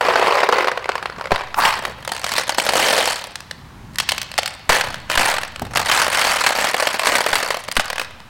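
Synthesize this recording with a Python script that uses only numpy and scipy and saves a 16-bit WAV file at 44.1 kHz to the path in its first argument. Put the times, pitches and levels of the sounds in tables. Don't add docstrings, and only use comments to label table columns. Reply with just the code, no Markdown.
import sys
import numpy as np
from scipy import signal
from scipy.fft import rfft, irfft, next_fast_len
from scipy.io import wavfile
from scipy.ndimage import uniform_filter1d

SR = 44100
rng = np.random.default_rng(int(sys.argv[2]) if len(sys.argv) > 2 else 0)


def store_wav(level_fs):
    pcm = np.round(np.clip(np.atleast_2d(level_fs), -1, 1) * 32767)
    wavfile.write(sys.argv[1], SR, pcm.T.astype(np.int16))


N = 365588

# start_s, level_db, hardness_db (higher means more glass, less box floor)
CLACKS = [(0.01, -11.5, -13), (0.0848, -10, -13), (0.157, -10.0, -9), (0.225, -13.5, -12),
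          (0.2705, -13, -5), (0.4318, -10.5, -7), (0.489, -10, -12), (0.5248, -10.5, -6.5),
          (0.584, -11.5, -7), (0.6442, -16, -7), (0.6722, -14.5, -9), (0.6821, -13.0, -7.5),
          (0.716, -17.5, -5), (0.7745, -18.5, -8), (0.843, -26.5, 9), (0.857, -24.5, -6),
          (0.8914, -13.5, -7.5), (0.9183, -24.5, 5), (0.9544, -18, -3), (0.98, -25, -2), (1.027, -23.5, -2),
          (1.0573, -19, 1), (1.0985, -27, -3), (1.211, -24, 1), (1.256, -23.5, -7), (1.308, -16, -15),
          (1.3183, -8, -13.5), (1.3593, -17.5, 10), (1.4089, -23.5, -7), (1.5435, -20.5, 2),
          (1.652, -9.5, 16), (1.8513, -18, 12), (2.0765, -22, -2), (2.1185, -19.5, 4.5), (2.165, -26.5, 12),
          (2.2424, -18, 9), (2.265, -22, 13), (2.318, -19.5, 12), (2.364, -20.0, 27), (2.381, -12.5, 9),
          (2.3955, -20, 8), (2.4936, -14, 8), (2.583, -11.5, 2), (2.5991, -15.5, 8), (2.6651, -15.5, -1),
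          (2.6897, -12, 4), (2.7352, -15.5, 0), (2.7545, -13, -3), (2.9292, -14, -2), (2.9788, -14, 1),
          (3.0564, -17, 20), (3.075, -16, 6), (3.1202, -25, 17), (3.2402, -28.5, 25), (3.356, -25, 32),
          (3.405, -34, 27), (3.5108, -24.5, 12), (3.9577, -30.5, 23), (3.9852, -15.5, 31), (4, -14.5, 22),
          (4.0899, -12.5, 33), (4.1093, -26, 22), (4.119, -16, 13), (4.147, -31, 11), (4.1803, -20.5, 20),
          (4.2163, -22.0, 42), (4.23, -30, 21), (4.316, -29.5, 16), (4.34, -31, 12), (4.379, -16, 22),
          (4.3856, -11.5, 2.5), (4.4314, -22.0, 8), (4.459, -20, 40), (4.477, -23, 21), (4.54, -37, 20),
          (4.693, -7, -1), (4.8105, -15.5, 11), (4.9428, -24.5, 5), (5.0994, -16.5, 3), (5.115, -19, 2),
          (5.1245, -25, 6), (5.1537, -20, 14), (5.1751, -9.5, 6), (5.194, -14, 2), (5.383, -18.5, 0),
          (5.4331, -22, 8), (5.56, -28, 7), (5.5958, -29.5, 3), (5.6194, -23, -19), (5.758, -14, 4),
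          (5.7718, -12.5, 11), (5.9148, -12.5, 19), (6.017, -11.5, 7), (6.0658, -17, 4),
          (6.0806, -17.5, -10), (6.248, -13.5, 0), (6.4642, -9, 17), (6.5054, -17, -6), (6.5512, -25, -13),
          (6.5854, -19, -8), (6.6425, -15.5, 3), (6.6705, -18.5, 8), (6.7428, -13, -5), (6.7993, -14.5, -1),
          (6.8243, -14.5, -5), (6.871, -12, 2), (6.943, -20, -3), (6.9949, -16, 15), (7.057, -17, 16),
          (7.07, -10, 7), (7.153, -12, 8), (7.2061, -13.5, 0), (7.2633, -14, -6), (7.3305, -11.5, 0),
          (7.3549, -12, 18), (7.428, -19.5, 0), (7.505, -14.5, -0.5), (7.5438, -19.5, -5.5),
          (7.5697, -24, -10.5), (7.6854, -23, -4), (7.715, -22.5, 62), (7.7667, -11, 6),
          (7.796, -12.5, 2.5), (7.9013, -18.5, 0), (7.93, -23, 0), (7.9812, -21, 6), (7.9965, -18.5, 5),
          (8.015, -22.5, 6), (8.203, -41, 8)]
# pitch_hz, level_db
FLOOR_TONE = [(60, -48), (200, -12.5), (320, -13.5), (420, -7.5), (540, 2), (740, -2), (900, -7),
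              (1500, -33.5)]
# pitch_hz, level_db
WALL_TONE = [(400, -18), (700, -2.5), (860, 0), (1050, 1), (1350, -1.5), (1770, 0), (2200, -3), (2700, -7),
             (3300, -14), (6000, -30)]


def clacks():
    start_s, level_db, hardness_db = np.transpose(CLACKS)
    floor_db, wall_db, glass_db = share_blow(start_s, level_db, hardness_db)
    count = len(start_s)
    longer = amp(level_db + 16.5)[:, None] ** 0.53
    tilt = np.clip(0.16 * hardness_db, -5, 8)[:, None]
    floor = rings(FLOOR_TONE, count, ring_s=0.014 * longer, snap=0.65, vary_db=0.5)
    wall = rings(WALL_TONE, count, ring_s=0.012 * longer, snap=0.31, vary_db=2, db_per_octave=tilt)
    glass = glass_contacts(count, ring_s=0.02 * longer, tick_db=-11, vary_db=2)
    return np.array([strike(start_s, floor_db, floor), strike(start_s, wall_db, wall),
                     strike(start_s, glass_db, glass)])


def tumbling():
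    # peak_s, rise_s, hold_s, level_db, hardness_db
    tumbles = [(.07, 0.12, 0.34, -16, -7), (.54, 0.077, 0.057, -17.5, -8), (.76, .05, 0.38, -38, 6),
               (1.19, 0.04, .1, -32.5, -5), (1.33, .015, 0.0067, -23, 8), (1.63, 0.059, 0.038, -16, 31),
               (1.78, .03, .08, -28.5, -11.5), (2.08, 0.089, .08, -30, 10), (2.34, 0.21, 0.058, -24, 12),
               (2.48, 0.069, 0.15, -28.5, 8), (2.63, 0.043, 0.11, -23.5, 4.5),
               (2.77, 0.061, 0.23, -16, 4.5), (3.06, 0.06, 0.043, -20.5, 16), (3.2, 0.039, 0.06, -37, 1),
               (3.99, 0.078, 0.039, -34, 18), (4.11, .03, 0.047, -36, 10), (4.41, 0.093, 0.056, -34.5, 12),
               (4.71, 0.029, 0.04, -14.5, 3.5), (5.12, 0.04, 0.059, -22, 10),
               (5.21, 0.072, 0.088, -16.5, 6), (5.63, .08, 0.042, -34.5, -3.5)]
    return jostle(tumbles, 2200, span_s=(0, 5.8), spread_db=4.2, tick_db=-9, busy_db=-16, fewest=.14)


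def digging():
    # peak_s, rise_s, hold_s, level_db, hardness_db
    strokes = [(5.77, 0.055, 0.019, -20, 4), (5.9, 0.096, 0.11, -16, 11), (6.14, 0.079, 0.18, -16.5, 10.5),
               (6.37, .05, 0.12, -18, 9.5), (6.6, 0.16, 0.075, -19, 5.5), (6.79, .08, 0.15, -24, 10),
               (7.07, 0.13, 0.1, -18, 1.5), (7.26, .08, 0.17, -22, 4), (7.45, .05, .08, -27.5, 12),
               (7.71, 0.16, .03, -32, 58), (7.8, .03, 0.011, -25.5, 13), (7.94, .1, 0.062, -31, 7)]
    return jostle(strokes, 900, span_s=(5.7, 8.29), spread_db=4.8, tick_db=-5.5, busy_db=-15, fewest=.12)


def jostle(moves, count, span_s, spread_db, tick_db, busy_db, fewest, variants=300):
    step_s = (span_s[1] - span_s[0]) / count
    start_s = span_s[0] + (np.arange(count) + rng.uniform(-.8, .8, count)).clip(0, count - 1) * step_s
    gains = heap_motion(moves, start_s)
    chance = np.clip((gains.max(axis=0) / amp(busy_db)) ** .7, fewest, 1)
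    happens = rng.random(count) < chance
    force_db = spread_db * rng.standard_normal(count).clip(-2, 2)
    hush = free_flight(start_s)
    glass = glass_contacts(variants, ring_s=.018, tick_db=tick_db, vary_db=7)
    floor = rings(FLOOR_TONE, variants, ring_s=0.013, snap=0.66, vary_db=3)
    wall = rings(WALL_TONE, variants, ring_s=0.023, snap=0.34, vary_db=2.5)
    parts = []
    for gain, sounds in zip(gains, [floor, wall, glass]):
        blow = happens * amp(force_db + 1.3 * rng.standard_normal(count))
        blow /= np.sqrt(np.abs(uniform_filter1d(blow ** 2, size=11)) + 1e-6)
        strength = gain * hush * blow * np.sqrt(step_s * SR)
        pick = rng.integers(variants, size=count)
        parts.append(place(start_s, strength[:, None] * sounds[pick]))
    return np.array(parts)


def heap_motion(moves, time_s, swell_db=31, settle_db_per_s=119):
    peak_s, rise_s, hold_s, level_db, hardness_db = np.transpose(moves)[:, :, None]
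    rising_db = -swell_db * (np.maximum(peak_s - time_s, 0) / rise_s) ** 2
    settling_db = -settle_db_per_s * np.maximum(time_s - peak_s - hold_s, 0)
    return amp(share_blow(peak_s, level_db, hardness_db) + rising_db + settling_db).max(axis=1)


def free_flight(time_s, hush_db=-7, lead_s=.009):
    clack_s = np.sort(np.transpose(CLACKS)[0])
    next_clack = np.searchsorted(clack_s, time_s).clip(0, len(clack_s) - 1)
    wait_s = clack_s[next_clack] - time_s
    return amp(hush_db * np.exp(-(wait_s / lead_s) ** 2))


def share_blow(time_s, level_db, hardness_db):
    # share_db (at hardness 0), db_per_hardness_db
    shares = [(-7, -0.72), (-3, 0.0853), (-8.5, 0.21)]
    # start_s, floor_db, wall_db
    poses = [(0, -0.5, 2.5), (2, 1, -3.5), (4.6, -1, 0)]
    start_s, floor_db, wall_db = np.transpose(poses)
    pose = np.searchsorted(start_s[1:], time_s)
    parts_db = np.array([share_db + slope * hardness_db for share_db, slope in shares])
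    parts_db[:2] += [floor_db[pose], wall_db[pose]]
    total_db = 10 * np.log10(np.sum(amp(parts_db) ** 2, axis=0))
    return level_db + parts_db - total_db


def glass_contacts(count, ring_s, tick_db, vary_db):
    # pitch_hz, level_db
    glass_tone = [(1200, -38), (2400, -5), (3000, 1), (3700, -2.5), (4400, 1), (5500, -5.5), (6800, -10.5),
                  (8400, -9), (11000, -18), (13000, -26), (16000, -77)]
    # pitch_hz, level_db
    tick_tone = [(2000, -21), (5000, 2), (8600, 2.5), (13500, -10), (16000, -16)]
    chatter = rings(glass_tone, count, ring_s=ring_s, snap=0.08, vary_db=vary_db)
    tick = rings(tick_tone, count, ring_s=.003, snap=.5, vary_db=3)
    return unit_energy(chatter + amp(tick_db + 4 * rng.standard_normal((count, 1))) * tick)


def rings(tone, count, ring_s, snap, vary_db, samples=1024, db_per_octave=0):
    t, hz = np.arange(samples) / SR, np.fft.rfftfreq(samples, 1 / SR)
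    bursts = unit_energy(rng.standard_normal((count, samples)) * amp(-60 * (t / ring_s) ** 1.87))
    bursts[:, 0] += snap
    band_position = np.log2(1 + hz / 300) * 4
    bands = np.maximum(0, 1 - np.abs(band_position - np.arange(int(band_position[-1]) + 2)[:, None]))
    colour_db = vary_db * rng.standard_normal((count, len(bands))) @ bands
    low_hz, high_hz = tone[0][0], tone[-1][0]
    tilt_db = db_per_octave * np.log2(hz.clip(low_hz, high_hz) / low_hz)
    response = ring_filter(at_pitch(tone, hz) + colour_db + tilt_db)
    return unit_energy(irfft(rfft(bursts) * response))


def lid_muffle(sound, opens_s=1.55, upright_s=2.05):
    # pitch_hz, gain_db
    closed_tone = [(120, -9), (240, -7.5), (310, -3.5), (395, 5), (600, -3.5), (1050, 4), (1700, -1),
                   (2500, -1), (3200, -1), (4800, -1.5), (6500, -6.5), (16000, -13.5)]
    size = next_fast_len(N + SR // 2)
    hz = np.fft.rfftfreq(size, 1 / SR)
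    hollow = irfft(rfft(sound, size) * amp(at_pitch(closed_tone, hz)), size)[:N]
    opening = np.interp(np.arange(N) / SR, [opens_s, upright_s], [0, 1])
    return opening * sound + (1 - opening) * hollow


def lid_rub(count=70):
    # time_s, level_db
    rub_levels = [(1.535, -60), (1.565, -28), (1.59, -9), (1.618, -25), (1.65, -15.5), (1.695, -18),
                  (1.73, -35), (1.77, -60)]
    # pitch_hz, level_db
    lid_tone = [(500, -23), (720, -12.5), (800, -6), (900, 0.5), (1000, -3.5), (1170, -4), (1400, -13),
                (3000, -35)]
    start_s = rub_levels[0][0]
    length_s = rub_levels[-1][0] - start_s
    slip_s = start_s + length_s * (np.arange(count) + rng.random(count)) / count
    slips = place(slip_s, rings(lid_tone, count, ring_s=0.084, snap=0.52, vary_db=4.5, samples=2048))
    return slips * np.sqrt(length_s * SR / count) * gain_curve(rub_levels)


def handling():
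    # start_s, level_db
    bumps = [(1.172, -34.5), (1.316, -21), (1.877, -36), (4.693, -24.5), (5.176, -28), (5.194, -26),
             (5.617, -21.5), (7.768, -24)]
    # pitch_hz, level_db
    thud_tone = [(25, -32), (70, 2), (220, 8), (380, -1.5), (900, -19), (3000, -69)]
    # time_s, level_db
    rumble_levels = [(0, -48), (.7, -52), (1.15, -44.5), (1.45, -45.5), (1.9, -42.5), (3.2, -50),
                     (3.8, -38.5), (4.55, -46.5), (4.9, -39), (5.5, -45), (5.7, -35), (6.2, -48), (7, -53),
                     (8.29, -46)]
    # pitch_hz, level_db
    rumble_tone = [(20, -16), (45, 0), (70, 0), (130, -0.5), (200, -5), (400, -16.5), (900, -58)]
    start_s, level_db = np.transpose(bumps)
    thuds = rings(thud_tone, len(start_s), ring_s=0.065, snap=0.47, vary_db=2, samples=8192)
    return strike(start_s, level_db, thuds) + gain_curve(rumble_levels) * noise(rumble_tone)


def room_echo(sound, count=6):
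    # pitch_hz, fade_s
    fade_times = [(200, 0.62), (530, 0.75), (1400, 0.77), (3700, 0.97), (9000, 0.22), (15000, 0.024)]
    echo = np.zeros(N)
    turn = (np.arange(N) * 4 // SR) % count
    for k in range(count):
        hz, t, spectrum = signal.stft(rng.standard_normal(SR), SR, nperseg=256)
        fade = amp(-60 * t / at_pitch(fade_times, hz)[:, None])
        tail = signal.istft(spectrum * fade, SR, nperseg=256)[1]
        tail *= 1 - np.exp(-np.arange(len(tail)) / SR / 0.0047)
        echo += signal.oaconvolve(sound * (turn == k), unit_energy(tail))[:N]
    return echo


def air():
    # pitch_hz, level_db
    air_tone = [(30, 0), (150, -13), (400, -6), (1000, 3.5), (2500, -7.5), (6000, -16), (15000, -25.5)]
    return noise(air_tone)


def noise(tone):
    size = next_fast_len(N)
    gains = amp(at_pitch(tone, np.fft.rfftfreq(size, 1 / SR)))
    sound = irfft(rfft(rng.standard_normal(size)) * gains, size)[:N]
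    return sound / np.sqrt(np.mean(sound ** 2) + 1e-20)


def strike(start_s, level_db, sounds):
    return place(start_s, np.sqrt(.01 * SR) * amp(level_db)[:, None] * sounds)


def place(start_s, sounds):
    index = np.round(np.abs(start_s) * SR).astype(int)[:, None] + np.arange(sounds.shape[1])
    return np.bincount(index.ravel(), sounds.ravel(), N)[:N]


def ring_filter(gain_db):
    cepstrum = irfft(np.log(amp(gain_db)))
    half = cepstrum.shape[1] // 2
    cepstrum[:, 1:half] *= 2
    cepstrum[:, half + 1:] = 0
    return np.exp(rfft(cepstrum))


def at_pitch(table, hz):
    pitch_hz, values = np.transpose(table)
    return np.interp(np.log(hz + 1), np.log(pitch_hz + 1), values)


def gain_curve(table):
    return amp(np.interp(np.arange(N) / SR, *np.transpose(table)))


def unit_energy(sounds):
    return sounds / np.linalg.norm(sounds, axis=-1, keepdims=True)


def amp(db):
    return 10 ** (np.asarray(db) / 20)


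def scene():
    marbles = (clacks() + tumbling() + digging()).sum(axis=0)
    box = lid_muffle(marbles) + lid_rub()
    return (box + amp(-16) * room_echo(box) + handling() + amp(-46.5) * air())[None]


def record(dry, ceiling=.73, top_hz=15950):
    # start_s, level_db
    jolts = [(1.318, -17.5), (4.694, -17.5), (5.177, -17), (7.326, -28), (7.77, -17)]
    start_s, level_db = np.transpose(jolts)
    t = np.arange(SR * 3 // 4) / SR
    creep = (1.3 * np.exp(-t / 0.036) - 0.17 * np.exp(-t / 0.27)) * (1 - np.exp(-t / 0.001))
    jolted = dry - place(start_s, amp(level_db)[:, None] * creep)
    clipped = jolted / (1 + np.abs(jolted / ceiling) ** 8) ** (1 / 8)
    size = next_fast_len(N + SR // 2)
    return irfft(rfft(clipped, size) * (np.fft.rfftfreq(size, 1 / SR) < top_hz), size)[..., :N]


dry = scene()
out = record(dry)
store_wav(out)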